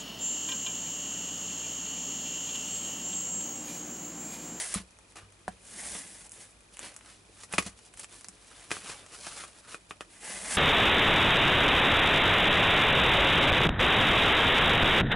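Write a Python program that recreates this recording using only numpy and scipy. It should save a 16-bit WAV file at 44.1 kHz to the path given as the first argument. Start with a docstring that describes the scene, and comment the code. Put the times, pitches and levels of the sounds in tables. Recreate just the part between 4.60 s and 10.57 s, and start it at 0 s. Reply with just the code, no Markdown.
"""Slitting a padded panel

A knife slits a tough fabric cover on a padded panel, close by in a quiet, dead room. The panel slides
into place, the point punches through, and the blade rasps across the weave twice by stick-slip friction.
Between the cuts a hand peels the flap back, and the stiff plastic layers under it rustle, tick and
buckle with sharp pops. Mains hum, room rumble and a faint electrical pip lie underneath."""
import sys
import numpy as np
from scipy import signal
from scipy.fft import rfft, irfft
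from scipy.io import wavfile
from scipy.ndimage import uniform_filter1d

SR = 44100
rng = np.random.default_rng(int(sys.argv[2]) if len(sys.argv) > 2 else 0)


def wrap_up_sound(samples):
    """Save the sound to the file named by the first command line argument, as 16-bit audio."""
    columns = np.atleast_2d(samples).T
    # keep every value between -1 and 1, then stretch to whole-number steps
    tamed = np.clip(columns, -1, 1)
    steps = np.round(tamed * 32767).astype(np.int16)
    wavfile.write(sys.argv[1], SR, steps)


N = 263277
TIME = np.arange(N) / SR
SHORT = TIME[:SR // 4]  # time axis of one transient

# normal modes of the plastic sheet: pitch_hz, width_hz, level_db
SHEET_MODES = [(195, 23, -1.5), (331, 110, -6), (412, 170, -3), (790, 120, -7.5), (1200, 145, 4.5),
               (1390, 370, -16.5), (1925, 200, -5.5), (2475, 62, 7), (2930, 120, -30), (3530, 170, -15)]


def undb(db):
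    """Decibels to amplitude ratio."""
    return 10 ** (np.asarray(db) / 20)


def unit(x):
    """Normalisation to an rms of one."""
    return x / np.sqrt(np.mean(x ** 2))


def butter(x, hz, kind, order=2):
    """Causal low-, high- or band-pass filtering."""
    return signal.sosfilt(signal.butter(order, hz, kind, fs=SR, output="sos"), x)


def colour(x, points):
    """Spectral shaping by an envelope through (frequency_hz, level_db) points."""
    hz, db = np.transpose(points)
    freqs = np.maximum(np.fft.rfftfreq(N, 1 / SR), 1)
    return irfft(rfft(x) * undb(np.interp(np.log(freqs), np.log(hz), db)), N)


def resonate(x, hz, width):
    """Forced response of one resonance, with unit gain at its centre."""
    return signal.lfilter(*signal.iirpeak(hz, hz / width, fs=SR), x)


def wander(rate_hz):
    """Smooth random modulation with an rms of one."""
    step = max(int(SR / rate_hz), 2)
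    held = np.repeat(rng.standard_normal(N // step + 1), step)
    return unit(uniform_filter1d(held, step)[:N])


def registers(x, splits_hz=(520, 3500)):
    """Crossover into low, middle and high parts, each with unit power in the core of its band."""
    # core of each register: low_hz, high_hz
    cores = [(90, 450), (600, 3200), (4500, 11000)]
    parts = (butter(x, splits_hz[0], "low", order=4), butter(x, splits_hz, "band", order=4),
             butter(x, splits_hz[1], "high", order=4))
    return [part / np.std(butter(part, core, "band", order=4)) for part, core in zip(parts, cores)]


def add(track, start_s, sound):
    """Superposition of a sound on a track."""
    i = max(int(start_s * SR), 0)
    track[i:i + len(sound)] += sound[:N - i]


def fibre_slips(per_s, spread_db):
    """Shot noise: a random train of tiny slips of uneven size."""
    slipping = rng.random(N) < per_s / SR
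    return unit(slipping * rng.standard_normal(N) * undb(spread_db * rng.standard_normal(N)))


def flexing(x, depth_db, rate_hz):
    """Modal modulation: as the sheet bends, its resonances come and go."""
    return x + sum(resonate(x, hz, width) * (undb(depth_db * wander(rate_hz)) - 1)
                   for hz, width, _ in SHEET_MODES)


def layer_gains(effort_db, padding_db, sheet_db, fibre_db, firm_db=-44):
    """Power laws of friction: the padding gains least with effort, so a harder rub is brighter."""
    over_db = effort_db - firm_db
    layers_db = np.array([padding_db + 0.83 * over_db, sheet_db + 0.99 * over_db, fibre_db + over_db])
    return undb(firm_db + layers_db)


def dragging(lift_s=0.01):
    """Sliding friction: the three layer gains follow the effort of panel or blade while in contact."""
    # effort of each drag, as the level of its rasp: time_s, level_db
    slide = [(0.0, -34.5), (0.082, -43), (0.13, -39.5)]
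    first_cut = [(1.0, -63), (1.05, -54.5), (1.252, -41.5), (1.388, -41), (1.442, -49.5), (1.568, -52),
                 (1.66, -52), (1.67, -54)]
    first_cut_end = [(1.73, -55), (1.824, -52), (1.95, -67.5), (1.96, -80)]
    second_cut = [(5.5, -62.5), (5.564, -56), (5.594, -56.5), (5.65, -44.5), (5.726, -42), (5.814, -45),
                  (5.924, -35), (5.97, -36.5)]

    def drag(effort, padding_db, sheet_db):
        """Coupling to the layers below, at levels relative to a firm rasp."""
        time_s, level_db = np.transpose(effort)
        contact = np.clip(1 + np.minimum(TIME - time_s[0], time_s[-1] - TIME) / lift_s, 0, 1)
        return contact * layer_gains(np.interp(TIME, time_s, level_db), padding_db, sheet_db, 0)

    return (drag(slide, -24, -9) + drag(first_cut, -15, -9)
            + drag(first_cut_end, -17.5, -8.5) + drag(second_cut, -14, -4))


def handling(drop_db=9.5, roundness=1.46):
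    """Incoherent addition: the hand's swells of rustle sum in power to give the three layer gains."""
    # moves of the hand on the plastic: peak_s, rise_s, fall_s, level_db, brightness_db
    swells = [(0.153, 0.026, 0.044, -44.5, 5), (.505, 0.018, 0.013, -76, 14.5),
              (.58, 0.015, 0.048, -54, -3), (.92, 0.039, 0.075, -66.5, 1), (2.14, 0.022, .035, -67.5, 8.5),
              (2.256, 0.061, 0.058, -49.5, 1.5), (2.5, 0.078, 0.073, -61.5, 5),
              (2.825, 0.075, 0.019, -61, 8), (2.95, 0.039, 0.034, -49, 1), (3.071, 0.04, 0.03, -53, 5),
              (3.18, .015, 0.033, -71, 12.5), (3.26, 0.053, .03, -72, 13), (3.41, 0.041, 0.03, -60, 9.5),
              (3.535, 0.046, 0.12, -62, 8.5), (3.98, 0.21, 0.24, -60, 3.5), (4.15, 0.042, 0.07, -52, 5.5),
              (4.29, 0.059, 0.066, -46.5, 2), (4.385, .04, 0.076, -57, 0.5), (4.55, 0.057, 0.023, -54.5, 4),
              (4.68, 0.098, 0.1, -51, 6), (4.79, 0.066, 0.088, -51.5, 5), (4.99, 0.07, 0.037, -63, 5),
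              (5.12, 0.054, 0.032, -52, 3), (5.298, 0.0057, .015, -71.5, 16.5)]
    resting_db = (-70, -76, -67.5)  # padding, sheet, fibres
    t = np.linspace(0, TIME[-1], N // 100)
    power = undb(resting_db)[:, None] ** 2
    for peak_s, rise_s, fall_s, level_db, brightness_db in swells:
        from_peak = np.maximum((peak_s - t) / rise_s, (t - peak_s) / fall_s)
        effort_db = level_db - drop_db * np.abs(from_peak) ** roundness
        power = power + layer_gains(effort_db, padding_db=-10, sheet_db=0, fibre_db=brightness_db) ** 2
    return [np.interp(TIME, t, np.sqrt(layer)) for layer in power]


def rubbing():
    """Stick-slip friction under blade and fingers: the weave rasps finely, the plastic rustles."""
    # spectra of the weave's rasp and the plastic's rustle: frequency_hz, level_db
    weave_spectrum = [(30, -18), (60, 9), (120, -12.5), (190, 8), (300, -2.5), (550, -5.5), (900, -7),
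                      (1400, -10.5), (1700, -6.5), (2000, -6.5), (2300, -8.5), (4000, -11), (6000, -5.5),
                      (9600, 0.5), (11000, -2)]
    rustle_spectrum = [(60, -4), (150, -4.5), (430, -5), (800, -1.5), (1200, 2), (1700, 0.5), (2500, -2),
                       (3500, -6), (7000, -5.5), (9700, -3), (11000, -4.5)]
    # modes of the taut cover singing under the edge: pitch_hz, width_hz, level_db
    singing_modes = [(1640, 140, -3), (2044, 130, -2)]
    threads = 0.21 * np.clip(fibre_slips(per_s=200, spread_db=3.5), -38, 38)  # whole threads give way
    slips = colour(fibre_slips(per_s=16000, spread_db=1.5) + threads, weave_spectrum)
    singing = sum(undb(db + 3.6 * wander(30)) * resonate(slips, hz, width)
                  for hz, width, db in singing_modes)
    weave = registers(flexing(slips + singing, depth_db=2.0, rate_hz=50))
    plastic_slips = colour(fibre_slips(per_s=7000, spread_db=0.5), rustle_spectrum)
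    sheet = registers(flexing(plastic_slips, depth_db=3.0, rate_hz=30))
    grip_db = 0.8 * wander(70) + 0.37 * wander(350)  # the contact catches and lets go
    out = 0
    for drag, hand, rasp, rustle, flicker_db in zip(dragging(), handling(), weave, sheet, (1.6, 1.1, .7)):
        out = out + undb(grip_db + flicker_db * wander(140)) * (drag * rasp + hand * rustle)
    return out


def room_tone(noise_db=-62.5, hum_hz=98.3, hum_db=-71.5):
    """Noise floor: hum near twice the mains frequency, hiss, and rumble coherent on both sides."""
    # spectrum of the room's noise: frequency_hz, level_db
    room_spectrum = [(20, -28), (35, -1), (54, 8.5), (76, -10), (130, -7.5), (200, -7), (400, -12),
                     (1000, -13), (2000, -16), (3000, -17.5), (6000, -24), (11000, -25)]
    mid, side = (unit(colour(rng.standard_normal(N), room_spectrum)) for _ in range(2))
    hum_gain = undb(hum_db + 3.3 * wander(5.23))
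    hum = hum_gain * unit(np.sin(2 * np.pi * hum_hz * TIME + 0.18 * wander(6.8)))
    spread = 1.06 * butter(side, 330, "high", order=1) * np.array([[1], [-1]])
    return hum + undb(noise_db) * (mid + spread)


def electrical_pips(pitch_hz=2455, level_db=-60.5, half_width_s=0.0026, period_s=.04, first_s=.01):
    """Periodic tone bursts: electronics give off a faint pip under a bell-shaped envelope."""
    offset_s = (TIME - first_s + period_s / 2) % period_s - period_s / 2
    envelope = undb(level_db) * np.exp(-(offset_s / half_width_s) ** 2)
    return envelope * np.sin(2 * np.pi * pitch_hz * offset_s + wander(25))


def crumple(length_ms, shiver_db, shiver_s):
    """Broadband excitation: a run of micro-snaps swells and dies, and the layers shiver on."""
    age = SHORT * 1000 / length_ms
    run = (age + 0.029) * np.exp(-4 * age)
    shiver = np.exp(-SHORT / shiver_s)
    envelope = run / np.linalg.norm(run) + undb(shiver_db) * shiver / np.linalg.norm(shiver)
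    spectrum = rfft(rng.standard_normal(len(SHORT)) * envelope)
    # the force has an even spectrum: all the colour comes from what it shakes
    force = irfft(spectrum / np.sqrt(uniform_filter1d(np.abs(spectrum) ** 2, size=60)), len(SHORT))
    return force * (SHORT < SHORT[-1] / 2)


def stray_snaps(count=14, span_s=(.25, 3.7), level_db=-60.5, spread_db=3, length_ms=1.2, pitch_hz=8800):
    """A random point process: rows of fainter snaps while the cover is worked."""
    times = rng.uniform(*span_s, count)
    levels = level_db + spread_db * rng.uniform(-1, 1, count)
    return [(start_s, db, db - 6, length_ms, pitch_hz) for start_s, db in zip(times, levels)]


def thread_ticks(averaging_s=.01):
    """Sudden release of tension: a thread or crease snaps with a click and stirs its neighbours."""
    # snapping threads and small creases: start_s, click_db, body_db, length_ms, pitch_hz
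    snaps = [(0.1411, -29, -42, 0.93, 10200), (0.3075, -62, -69, 1.5, 6400),
             (0.3882, -57.5, -61, 0.73, 7700), (1.6943, -52, -68, 0.65, 8700), (1.712, -55, -68, .7, 9200),
             (1.719, -45.5, -62, .7, 9700), (2.17, -49.5, -52.5, .7, 9800), (2.1925, -41, -47, 0.85, 9400),
             (2.3418, -55, -64, 1.2, 8900), (2.3641, -45, -54, 0.65, 8900), (2.409, -65, -57, 2.8, 6800),
             (2.925, -38, -43, 6.3, 10400), (3.19, -58.5, -59, 0.67, 6700),
             (3.338, -53.5, -56.5, 7.6, 9000), (3.3727, -50, -57, 4.1, 9700), (3.394, -40.5, -51, 10, 9400),
             (3.4444, -47, -49, .64, 8000), (3.5425, -58, -64, 1.3, 6200), (3.61, -53, -59, 1.3, 8200),
             (3.6448, -47, -52.5, 1.05, 5370), (3.6851, -42.5, -56, 1.1, 7200),
             (4.463, -54, -55, 2.8, 7200)]
    out = np.zeros(N)
    for start_s, click_db, body_db, length_ms, pitch_hz in list(snaps) + stray_snaps():
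        force = crumple(length_ms, shiver_db=-7.5, shiver_s=0.006)
        force[0] += 0.51 / length_ms ** 2  # a lone thread parts all at once
        click = registers(resonate(butter(force, pitch_hz / 2, "high"), pitch_hz, width=4400))[2]
        body = registers(resonate(force, hz=1700, width=5500))[1]
        tick = undb(click_db) * click + undb(body_db) * body
        add(out, start_s, tick * np.sqrt(averaging_s / SHORT[-1]))
    return out


def ring(modes):
    """Free vibration: each mode is a damped sinusoid whose bandwidth sets its decay."""
    return sum(undb(db) * np.exp(-np.pi * width * SHORT) * np.sin(2 * np.pi * hz * SHORT)
               for hz, width, db in modes)


def panel_bumps():
    """Impact excitation: soft bumps ring the padded panel, and a longer contact sounds duller."""
    # bumps on the panel: start_s, level_db, contact_ms
    bumps = [(0.157, -24, 2.6), (0.2, -40, 3), (0.627, -38, 8.9), (0.881, -33.5, 1.5), (1.35, -46.5, 0.88),
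             (2.937, -37, 1.1), (2.982, -30, 2.4), (3.062, -34, 2), (3.35, -37, 11), (3.685, -49, 1.2)]
    # modes of the panel: pitch_hz, width_hz, level_db
    panel_modes = [(61, 4.5, -20), (99, 16, -12.5), (184.5, 12, -10), (201, 23.5, -3.5)]
    out = np.zeros(N)
    for start_s, level_db, contact_ms in bumps:
        force = np.hanning(int(contact_ms * SR / 1000) + 3)
        add(out, start_s, undb(level_db) * np.convolve(ring(panel_modes), force / force.sum()))
    return out


def buckling_pops(shiver_s=0.012, patch_width_hz=170, patch_db=2.5, padding_db=-10, averaging_s=.025):
    """Snap-through buckling: a patch flips over, rings at its own pitch and shakes the whole sheet."""
    # buckling patches of plastic: start_s, level_db, brightness_db, length_ms, pitch_hz
    buckles = [(0.556, -54.5, -0.5, 14, 790), (0.5672, -53, -1.5, 7.5, 1090), (1.35, -50.5, -6, 4.3, 750),
               (2.834, -54, 4, 4, 1920), (2.937, -37.5, -4.5, 2, 860), (2.981, -25, -7, 6, 2260),
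               (3.023, -48.5, 1, 9, 2000), (3.063, -51, 6.5, 16, 700), (3.431, -57, 7, 15, 3450),
               (4.1068, -44, -2, 0.58, 1230), (4.115, -33.5, -5.5, 1.2, 1550),
               (4.1675, -46, -16, 1.4, 1390), (4.294, -46, -2.5, 11, 1500), (4.667, -46, -3, 7.3, 796),
               (4.837, -49, -4.5, 3.4, 1180), (5.1445, -43.5, -9, 1.1, 1350),
               (5.3086, -43, -13.5, 1.9, 2300), (5.4078, -43.5, -9.5, 1.1, 1340)]
    out = np.zeros(N)
    for start_s, level_db, brightness_db, length_ms, pitch_hz in buckles:
        force = crumple(length_ms, shiver_db=-6, shiver_s=shiver_s)
        force[0] += 0.81 / length_ms  # a clean flip is nearly a single snap
        creases = crumple(length_ms + 1.5, shiver_db=10, shiver_s=shiver_s)  # these crackle for longer
        hiss = registers(butter(creases, 3000, "high"))[2]
        modes = list(SHEET_MODES) + [(pitch_hz, patch_width_hz, patch_db)]
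        ringing = sum(undb(db) * resonate(force, hz, width) for hz, width, db in modes)
        crack = 0.43 * butter(force, 48, "high")
        low, middle, _ = registers(crack + ringing)
        pop = undb(padding_db) * low + middle + undb(brightness_db) * hiss
        add(out, start_s, undb(level_db) * pop * np.sqrt(averaging_s / SHORT[-1]))
    return out


def knife_stab(start_s=.8795, level_db=-19.5):
    """Membrane vibration: the point pops the cover like a drum as threads part around it."""
    # modes of the cover: pitch_hz, width_hz, level_db
    cover_modes = [(565, 160, -25), (740, 78, 1.5), (945, 230, 3.5), (1500, 170, -4), (1670, 140, -4)]
    drum = butter(butter(ring(cover_modes), 1830, "low", order=6), 490, "high")
    parting = undb(-18.0) * rng.standard_normal(len(SHORT)) * np.exp(-SHORT / 0.0069)
    out = np.zeros(N)
    add(out, start_s, undb(level_db) * (parting - drum / np.abs(drum).max()))
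    return out


def reflections(x, echo_s=.007, echo_db=-16, tail_db=-11.0, side_db=-12, t60_s=0.088, paths=6):
    """Reflection: a near surface returns one echo; the short reverberation shifts as hands and flap move."""
    decay = np.exp(-np.log(1000) * SHORT / t60_s) * np.clip(SHORT / 0.0029, 0, 1)
    shares = np.array([wander(14) for _ in range(paths)])
    shares /= np.linalg.norm(shares, axis=0)  # constant total power
    scattered = butter(x, 226, "high")
    mid, side = np.zeros((2, N))
    for tail in (mid, side):
        for share in shares:
            response = rng.standard_normal(len(decay)) * decay / np.linalg.norm(decay)
            tail += signal.fftconvolve(scattered * share, response)[:N]
    echo = np.pad(scattered, (int(echo_s * SR), 0))[:N]
    return x + undb(echo_db) * echo + undb(tail_db) * mid + undb(side_db) * side * np.array([[1], [-1]])


def scene():
    """Superposition: the cutting and handling, their reflections and the background."""
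    direct = rubbing() + buckling_pops() + thread_ticks() + panel_bumps() + knife_stab()
    return reflections(direct) + room_tone() + electrical_pips()


def record(dry, bottom_hz=39, top_hz=11000):
    """Band limiting: the deepest bass is thinned and the top is cut steeply."""
    low_pass = signal.ellip(12, .2, 75, top_hz, fs=SR, output="sos")
    return signal.sosfilt(low_pass, butter(dry, bottom_hz, "high"))


dry = scene()
out = record(dry)
wrap_up_sound(out)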